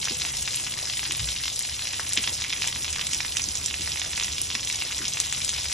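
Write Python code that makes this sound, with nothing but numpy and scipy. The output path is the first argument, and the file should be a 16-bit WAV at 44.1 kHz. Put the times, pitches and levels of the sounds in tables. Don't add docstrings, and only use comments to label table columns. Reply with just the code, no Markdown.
import sys
import numpy as np
from scipy import signal
from scipy.fft import rfft, irfft, next_fast_len
from scipy.io import wavfile
from scipy.ndimage import map_coordinates

SR = 44100
rng = np.random.default_rng(int(sys.argv[2]) if len(sys.argv) > 2 else 0)


def store_wav(level_fs):
    pcm = np.round(np.clip(np.atleast_2d(level_fs), -1, 1) * 32767)
    wavfile.write(sys.argv[1], SR, pcm.T.astype(np.int16))


N = 252693

REBOUND_S, REBOUND_DB = 0.00052, -6
REFLECTION_S, REFLECTION_DB = 0.003, -12.3


def amp(db):
    return 10 ** (np.asarray(db) / 20)


def unit(x):
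    return x / np.sqrt(np.mean(x ** 2) + 1e-20)


def along(points, hz):
    knots_hz, values = np.transpose(points)
    return np.interp(np.log(hz + 1), np.log(knots_hz + 1), values)


def curves(rows):
    time_s, *columns = np.transpose(rows)
    return [np.interp(np.arange(N) / SR, time_s, column) for column in columns]


def wobble(rate_hz):
    knots = rng.standard_normal(int(N * rate_hz / SR) + 4)
    return map_coordinates(knots, [np.arange(N) * rate_hz / SR])


def filtered(x, response):
    size = next_fast_len(N + SR // 2)
    return irfft(rfft(x, size) * response(np.fft.rfftfreq(size, 1 / SR)), size)[..., :N]


def opposed(difference):
    return np.array([[1], [-1]]) * difference / 2


def blended(pair, likeness):
    def weights(hz):
        angle = np.arccos(np.clip(along(likeness, hz), -1, 1)) / 2
        return np.array([np.cos(angle), np.sin(angle)])
    mid, side = filtered(pair, weights)
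    return np.array([mid + side, mid - side])


def impacts(time_s, hz, peak, cycles, spread, rise=0, size=128):
    phase, place, slant = rng.standard_normal((len(time_s), 3)).T[:, :, None]
    index = np.round(time_s * SR).astype(int)[:, None] + np.arange(size) - size // 2
    turns = (index / SR - time_s[:, None]) * hz[:, None]
    envelope = peak[:, None] * np.exp(-(turns / cycles) ** 2)
    angle = 2 * np.pi * (turns + rise * turns ** 2 / 2 + phase)
    pair = [envelope * amp(side * 0.38 * place) * np.cos(angle + side * 0.063 * slant)
            for side in (spread, -spread)]
    return np.array([np.bincount(index.ravel() % N, pulse.ravel(), N) for pulse in pair])


def droplets(time_s, db, life_s, hz, octaves, spread, count, scatter_db=4):
    quantile, pitch, strength = rng.random((len(time_s), count, 3)).transpose(2, 0, 1)
    age = -np.log(1 - quantile)
    landing_s = time_s[:, None] + 0.000981 + life_s * age
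    peak = amp(db[:, None] + scatter_db * (2 * strength - 1) - 3 * age)
    pitch_hz = hz * 2 ** (octaves * (2 * pitch - 1))
    return impacts(landing_s.ravel(), pitch_hz.ravel(), peak.ravel(), cycles=1.5, spread=spread)


def traffic():
    # (frequency [Hz], relative density [dB])
    spectrum = [(20, -16.5), (32, -9), (48, -11.5), (65, 2), (95, -4), (140, -5.5), (200, -13),
                (300, -13.5), (450, -18), (800, -19), (1200, -18), (2500, -19.5), (6000, -67)]
    # (frequency [Hz], left-right likeness [-])
    likeness = [(110, 1.5), (300, 0.5), (480, 0.7), (750, -0.38), (1500, .5)]
    # (frequency [Hz], left-right [dB])
    balance = [(70, 0), (200, 2.5), (450, 2.5), (1000, 2), (2000, 8.5)]
    # (time [s], level [dB])
    level = [(0, -42), (.8, -43), (1.6, -45.5), (3, -42), (5.73, -43)]
    noise = blended(rng.standard_normal((2, N)), likeness)
    rumble = filtered(noise, lambda hz: amp(along(spectrum, hz) + opposed(along(balance, hz))))
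    return amp(curves(level)) * unit(rumble)


def engine(rev_hz=129.6, idle_hz=77.4, settle_from_s=1.4, settle_s=0.5):
    # (time [s], level [dB])
    level = [(1.7, -54), (2.0, -49), (4.2, -46), (4.6, -55), (5.73, -53)]
    t = np.maximum(np.arange(N) / SR - settle_from_s, 0)
    firing_hz = idle_hz + (rev_hz - idle_hz) * np.exp(-(t / settle_s) ** 2)
    tone = np.sin(2 * np.pi * np.cumsum(firing_hz * (1 + 0.019 * wobble(20))) / SR)
    return amp(curves(level) + 3.5 * wobble(10)) * tone


def ring_and_bump(attack_s=0.011):
    # (time [s], relative level [dB], pitch [Hz], t60 [s])
    partials = [(0.115, -44.5, 493, 0.32), (1.192, -28.5, 106.5, 0.22), (1.205, -34, 148.5, 0.24),
                (1.211, -32.5, 59, 0.43)]
    out = np.zeros(N)
    for time_s, db, hz, t60_s in partials:
        t = np.maximum(np.arange(N) / SR - time_s, 0)
        envelope = amp(db + 3.5 - 60 * t / t60_s) * (1 - np.exp(-t / attack_s))
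        out += envelope * np.sin(2 * np.pi * hz * t)
    return out


def shop_echo(x, spots=8, rise_s=0.0021):
    # (frequency [Hz], t60 [s])
    decay = [(300, 0.17), (2500, 0.18), (10000, 0.095)]
    # (frequency [Hz], left-right likeness [-])
    likeness = [(800, 1), (1800, 1), (2600, 0.36), (3800, 1), (4150, 0.88), (4500, -1.2), (4900, -0.08),
                (5500, 0.94), (6200, 1), (7000, 0.34), (7800, -0.1), (8600, 1)]
    spot = np.repeat(rng.integers(spots, size=N // 512 + 1), 512)[:N]
    hz, t, noise = signal.stft(rng.standard_normal((spots, 2, SR // 3)), SR, nperseg=256)
    _, tails = signal.istft(noise * amp(-60 * t / along(decay, hz)[:, None]), SR, nperseg=256)
    tails *= 1 - np.exp(-np.arange(tails.shape[-1]) / SR / rise_s)
    echo = np.zeros((2, N))
    for k, tail in enumerate(tails):
        source = (x * (spot == k))[None]
        echo += signal.fftconvolve(source, tail / np.linalg.norm(tail[0]), axes=1)[:, :N]
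    return blended(echo, likeness)


def clothes_taps(count=260):
    when, pitch, softness = rng.random((count, 3)).T
    peak = amp(-38.5 - 10 * softness ** 0.5)
    taps = impacts(when * N / SR, 560 * 2 ** (1.2 * pitch), peak, cycles=1, spread=7.5, size=256)
    return taps * amp(opposed(3.8))


def plops(attack_s=0.0033, t60_s=0.12):
    # (time [s], relative level [dB])
    landings = [(0.105, -32), (1.095, -33), (2.174, -32.5), (3.474, -38), (3.793, -33), (4.54, -36.5),
                (5.002, -32.5)]
    out = np.zeros(N)
    puff = unit(filtered(rng.standard_normal(N), lambda hz: np.exp(-((hz - 285) / 140) ** 2)))
    for time_s, db in landings:
        t = np.maximum(np.arange(N) / SR - time_s, 0)
        note_hz = (205 + 200 * np.exp(-t / 0.0108)) * (1 + 0.039 * wobble(120))
        note = np.sin(2 * np.pi * np.cumsum((t > 0) * note_hz) / SR)
        envelope = amp(db + 3 - 60 * t / t60_s) * (1 - np.exp(-t / attack_s))
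        out += envelope * (note + puff) / 2
    return out * amp(opposed(3.1))


def spray(count=13000):
    pitch, strength = rng.standard_normal((count, 2)).T
    peak = amp(5 * np.minimum(strength, 2.8))
    time_s = rng.random(count) * N / SR
    crackle = impacts(time_s, 9700 * 2 ** (0.3 * pitch), peak, cycles=1.4, spread=0, size=48)
    return unit(crackle * amp(1.1 * wobble(60) + 0.6 * wobble(12)))


def patter(count=1300, spurt_db=0.45, spurt_hz=54):
    delay, size, pitch, tick_pitch, tick_size = rng.standard_normal((count, 5)).T
    time_s = (np.arange(count) + 1.5 * delay) * N / SR / count
    db = 5 * np.minimum(size, 1.1)
    slap = impacts(time_s, 3200 * 2 ** (0.33 * pitch), amp(db), cycles=0.93, spread=0.37)
    splash = droplets(time_s, db - 12.5, life_s=0.005, hz=3490, octaves=0.62, spread=0.89, count=3)
    tick_hz = 5800 * 2 ** (0.24 * tick_pitch)
    tick_peak = amp(0.49 * db + 2.5 * np.minimum(tick_size, 1.8) - 1.2)
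    tick = impacts(time_s, tick_hz, tick_peak, cycles=2.06, spread=0.5, rise=0.12)
    return unit((slap + splash + tick) * amp(spurt_db * wobble(spurt_hz)))


def bursting_bubbles():
    # (time [s], pitch [Hz], relative level [dB])
    bursts = [(0.0436, 6600, -13), (0.37, 6620, -9.5), (0.426, 9100, -4), (0.5452, 7000, -10),
              (0.5601, 9900, -3.5), (0.8557, 5800, -13), (1.1213, 9100, -4.5), (1.5609, 8460, -7),
              (1.5925, 9600, -0.5), (1.8711, 6400, -14.5), (2.0927, 9600, -8), (2.134, 8200, -1.5),
              (2.6746, 8000, -3.5), (2.9287, 7340, -7.5), (3.0689, 7630, -6), (3.1338, 7650, -5.5),
              (3.1465, 6900, -5.5), (3.3699, 7600, -4.5), (3.4192, 5900, -11), (3.4402, 5940, -7),
              (3.488, 6200, -8.5), (3.554, 7000, -5.5), (3.5732, 6200, -12), (3.661, 7460, -2.5),
              (3.9962, 6600, -8.5), (4.0492, 6100, -14), (4.176, 8000, -11), (4.2356, 5970, -8),
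              (4.2455, 6000, -14.5), (4.4165, 9900, 0), (4.552, 6500, -11.5), (4.608, 6260, -15),
              (4.6494, 6240, -12.5), (4.7266, 7440, -8.5), (4.7584, 7140, -7), (4.9815, 6630, -7.5),
              (5.0543, 6040, -14.5), (5.082, 7400, -5), (5.1364, 6760, -9.5), (5.2018, 7800, 1),
              (5.3262, 7540, -4), (5.4478, 8200, -2), (5.493, 7600, -4)]
    time_s, hz, db = np.transpose(bursts)
    tick = impacts(time_s, hz, amp(db - 2.5), cycles=1.5, spread=2, rise=0.08)
    rebound = impacts(time_s + REBOUND_S, 0.92 * hz, amp(db + REBOUND_DB), cycles=1.3, spread=2)
    reflection = impacts(time_s + REFLECTION_S, hz, amp(db + REFLECTION_DB), cycles=0.83, spread=5.5)
    snap = impacts(time_s, 0.65 * hz, amp(db - 9), cycles=0.55, spread=3)
    mist = droplets(time_s, db - 15, life_s=0.008, hz=1.2 * hz[:, None], octaves=0.4, spread=3, count=13)
    return tick + rebound + snap + reflection + mist


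def fat_drops():
    # (time [s], pitch [Hz], relative level [dB])
    slaps = [(0.03, 2850.0, -14.5), (0.054, 3450.0, -13.5), (0.0746, 1400.0, -21.0),
             (0.0843, 2450.0, -12.0), (0.0982, 4050.0, -15), (0.1102, 3250.0, -16.5),
             (0.2125, 3400.0, -16.0), (0.219, 3700.0, -10.0), (0.2508, 2550.0, -12), (0.2875, 3400.0, -17),
             (0.4772, 2650.0, -12.0), (0.4821, 2800.0, -17), (0.5447, 3150.0, -13.5),
             (0.572, 3150.0, -15.0), (0.5994, 2800.0, -17.5), (0.6667, 2450.0, -18.5),
             (0.6709, 2400.0, -18), (0.7217, 3300.0, -16.5), (0.739, 2600.0, -18.0), (0.7893, 3400.0, -17),
             (0.8989, 3200.0, -12), (0.936, 3100.0, -17.0), (0.9714, 3050.0, -14.5), (0.994, 2600.0, -13.0),
             (1.0313, 2100.0, -17.0), (1.0534, 3300.0, -13.5), (1.1098, 2700.0, -10.5),
             (1.122, 3000.0, -16.5), (1.1499, 3200.0, -16.0), (1.1957, 3500.0, -12.5),
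             (1.2038, 3150.0, -18), (1.2435, 3500.0, -15.5), (1.2893, 3650.0, -11.0),
             (1.3198, 3100.0, -16.5), (1.3631, 3550.0, -15), (1.4374, 3350.0, -12.5),
             (1.457, 2700.0, -16.5), (1.4802, 3000.0, -11.5), (1.6508, 2800.0, -15.5),
             (1.7937, 3050.0, -16), (1.8218, 3300.0, -17.5), (1.8536, 3850.0, -14), (1.8719, 2650.0, -17.0),
             (1.9344, 2350.0, -16.5), (1.9424, 3200.0, -17.0), (1.9967, 1550.0, -14),
             (2.0684, 2850.0, -18.5), (2.1237, 3950.0, -11.5), (2.1671, 2750.0, -17),
             (2.1744, 2750.0, -2.5), (2.182, 3200.0, -16.5), (2.1865, 2350.0, -14.5),
             (2.239, 2950.0, -13.5), (2.2424, 3450.0, -13), (2.2756, 2800.0, -7.5), (2.2925, 3000.0, -16.5),
             (2.3297, 4050.0, -17), (2.4201, 2650.0, -15), (2.441, 2850.0, -13.5), (2.447, 2400.0, -14.5),
             (2.4964, 3150.0, -16.5), (2.5041, 2650.0, -15), (2.5278, 2700.0, -8.5),
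             (2.5339, 2500.0, -13.5), (2.563, 2800.0, -19), (2.6204, 2600.0, -9.5), (2.6344, 3800.0, -13.5),
             (2.6432, 2000.0, -16), (2.653, 2850.0, -16), (2.6748, 2900.0, -16.0), (2.6792, 2800.0, -18.5),
             (2.6834, 2800.0, -12.5), (2.7269, 2850.0, -16), (2.7605, 2400.0, -16), (2.8457, 2950.0, -13),
             (2.854, 2950.0, -17), (2.8807, 2650.0, -15.5), (2.961, 2600.0, -13.5), (2.9945, 2750.0, -13.5),
             (3.0126, 2950.0, -12), (3.0165, 3050.0, -16), (3.0692, 3600.0, -15), (3.114, 2550.0, -21.5),
             (3.133, 3150.0, -11.5), (3.1487, 2700.0, -19), (3.2049, 2300.0, -10.0), (3.249, 1650.0, -19.5),
             (3.37, 2550.0, -11.0), (3.3966, 2900.0, -14.5), (3.7102, 2550.0, -19), (3.7414, 2300.0, -13.0),
             (3.8757, 2000.0, -16.0), (3.9192, 4050.0, -10.5), (3.959, 2300.0, -19), (3.9722, 2550.0, -18),
             (3.999, 3200.0, -18), (4.0174, 2500.0, -14.0), (4.133, 2850.0, -13.5), (4.178, 2250.0, -13.5),
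             (4.1988, 3050.0, -10.0), (4.2105, 2650.0, -13), (4.2266, 2700.0, -14.5),
             (4.2454, 3050.0, -14.5), (4.282, 2700.0, -16), (4.3345, 3200.0, -17.0),
             (4.3829, 3100.0, -13.5), (4.5028, 2900.0, -13.5), (4.5141, 2900.0, -17.5),
             (4.5516, 2850.0, -9.0), (4.5555, 2800.0, -15.5), (4.5957, 2950.0, -17.5),
             (4.6739, 3050.0, -13), (4.7005, 2550.0, -11.5), (4.746, 4050.0, -14.5), (4.789, 3350.0, -16.5),
             (4.8038, 3050.0, -19.5), (4.8141, 2750.0, -18), (4.8219, 2500.0, -12), (4.9218, 2900.0, -15.5),
             (4.9275, 2900.0, -18.5), (5.054, 3400.0, -12.0), (5.172, 2300.0, -14.0),
             (5.2016, 3300.0, -15.0), (5.3257, 2300.0, -14.0), (5.3485, 3050.0, -17.5),
             (5.3738, 2850.0, -19.5), (5.418, 3450.0, -15.5), (5.4466, 3650.0, -15.5),
             (5.4797, 3000.0, -19), (5.4927, 3150.0, -11.5), (5.5372, 2000.0, -22), (5.5487, 3400.0, -17.0),
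             (5.5638, 2950.0, -16), (5.5818, 3000.0, -16), (5.6561, 2500.0, -17), (5.7175, 3000.0, -16.5)]
    time_s, hz, db = np.transpose(slaps)
    tear_pitch, path, depth = rng.standard_normal((len(time_s), 3)).T
    tear_hz = 6000 * 2 ** (0.2 * tear_pitch)
    rebound_s = time_s + REBOUND_S * 2 ** (0.31 * depth)
    reflection_s = time_s + REFLECTION_S * 2 ** (0.54 * path)
    slap = impacts(time_s, hz, amp(db - 0.2), cycles=0.73, spread=1)
    push = impacts(time_s, 0.42 * hz, amp(db - 19), cycles=0.8, spread=3.3, size=256)
    rebound = impacts(rebound_s, 1.31 * hz, amp(db + REBOUND_DB), cycles=0.87, spread=1)
    tear = impacts(time_s, tear_hz, amp(0.5 * db - 14.5), cycles=1.8, spread=0.5, rise=0.1)
    reflection = impacts(reflection_s, hz, amp(db + REFLECTION_DB), cycles=0.84, spread=2.9)
    strays = droplets(time_s - 0.001, db - 16.5, life_s=-0.0028, hz=3800, octaves=0.64,
                      spread=1.1, count=3)
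    crown = droplets(time_s, db - 12.3, life_s=0.007, hz=3200, octaves=0.65, spread=1.6, count=5)
    mist = droplets(time_s, db - 12.5, life_s=0.005, hz=5800, octaves=0.27, spread=0.6, count=7)
    return slap + push + rebound + tear + reflection + strays + crown + mist


def scene():
    # (time [s], relative patter [dB], relative spray [dB], left-right [dB])
    flow = [(0.0, -37, -35, -0.5), (0.5, -38, -34.5, 3.5), (2.9, -38.5, -35.5, -0.5), (3.4, -39.5, -34, -5),
            (4.0, -38, -36, -3), (5.73, -36.5, -34.5, 3)]
    # (frequency [Hz], gain [dB])
    patter_colour = [(1200, -0.5), (2300, -2.5), (3700, 0.5), (5200, 1.5), (7800, 0), (9400, -42.5)]
    patter_db, spray_db, pan_db = curves(flow)
    near = fat_drops() + bursting_bubbles()
    far = amp(patter_db + 1.8) * patter() + clothes_taps()
    far = filtered(far, lambda hz: amp(along(patter_colour, hz)))
    fine = amp(spray_db + 4) * spray()
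    echo_send = amp(-10) * near + amp(-2.3) * far + amp(-2) * fine
    echo = shop_echo(echo_send.mean(axis=0))
    drops = (near + far) * amp(opposed(pan_db))
    return drops + fine + echo + plops() + ring_and_bump() + traffic() + engine()


def record(dry, top_hz=11900):
    # (frequency [Hz], gain [dB])
    colour = [(500, -0.5), (950, 0.5), (1550, -3.5), (2400, -3), (3600, -0.5), (4500, -2), (5400, 0.5),
              (6000, -1.1), (6700, -3.5), (8300, -3), (10000, -2.5), (11000, -4), (11600, -4)]
    # (frequency [Hz], left-right [dB])
    balance = [(300, 0), (950, 3.5), (1350, 1), (1700, -2.5), (2400, -3), (3100, -1), (4000, 0),
               (4550, 1.5), (4850, 2.2), (5100, -1), (5800, 0), (8600, 0)]
    # (frequency [Hz], left lead [rad])
    lead = [(400, 0), (750, 1.0), (1300, 1.08), (1750, -0.14), (3200, 0.49), (4350, 0.5), (4580, -5),
            (4850, -1.6), (5300, -0.3), (5950, 0), (6700, 0.78), (7100, 1.34), (7700, 2), (8600, np.pi)]

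    def response(hz):
        gain = amp(along(colour, hz) + opposed(along(balance, hz)))
        band_limit = np.clip((top_hz - hz) / 300 + 0.5, 0, 1)
        return gain * np.exp(1j * opposed(along(lead, hz))) * band_limit
    return filtered(dry, response)


dry = scene()
out = record(dry)
store_wav(out)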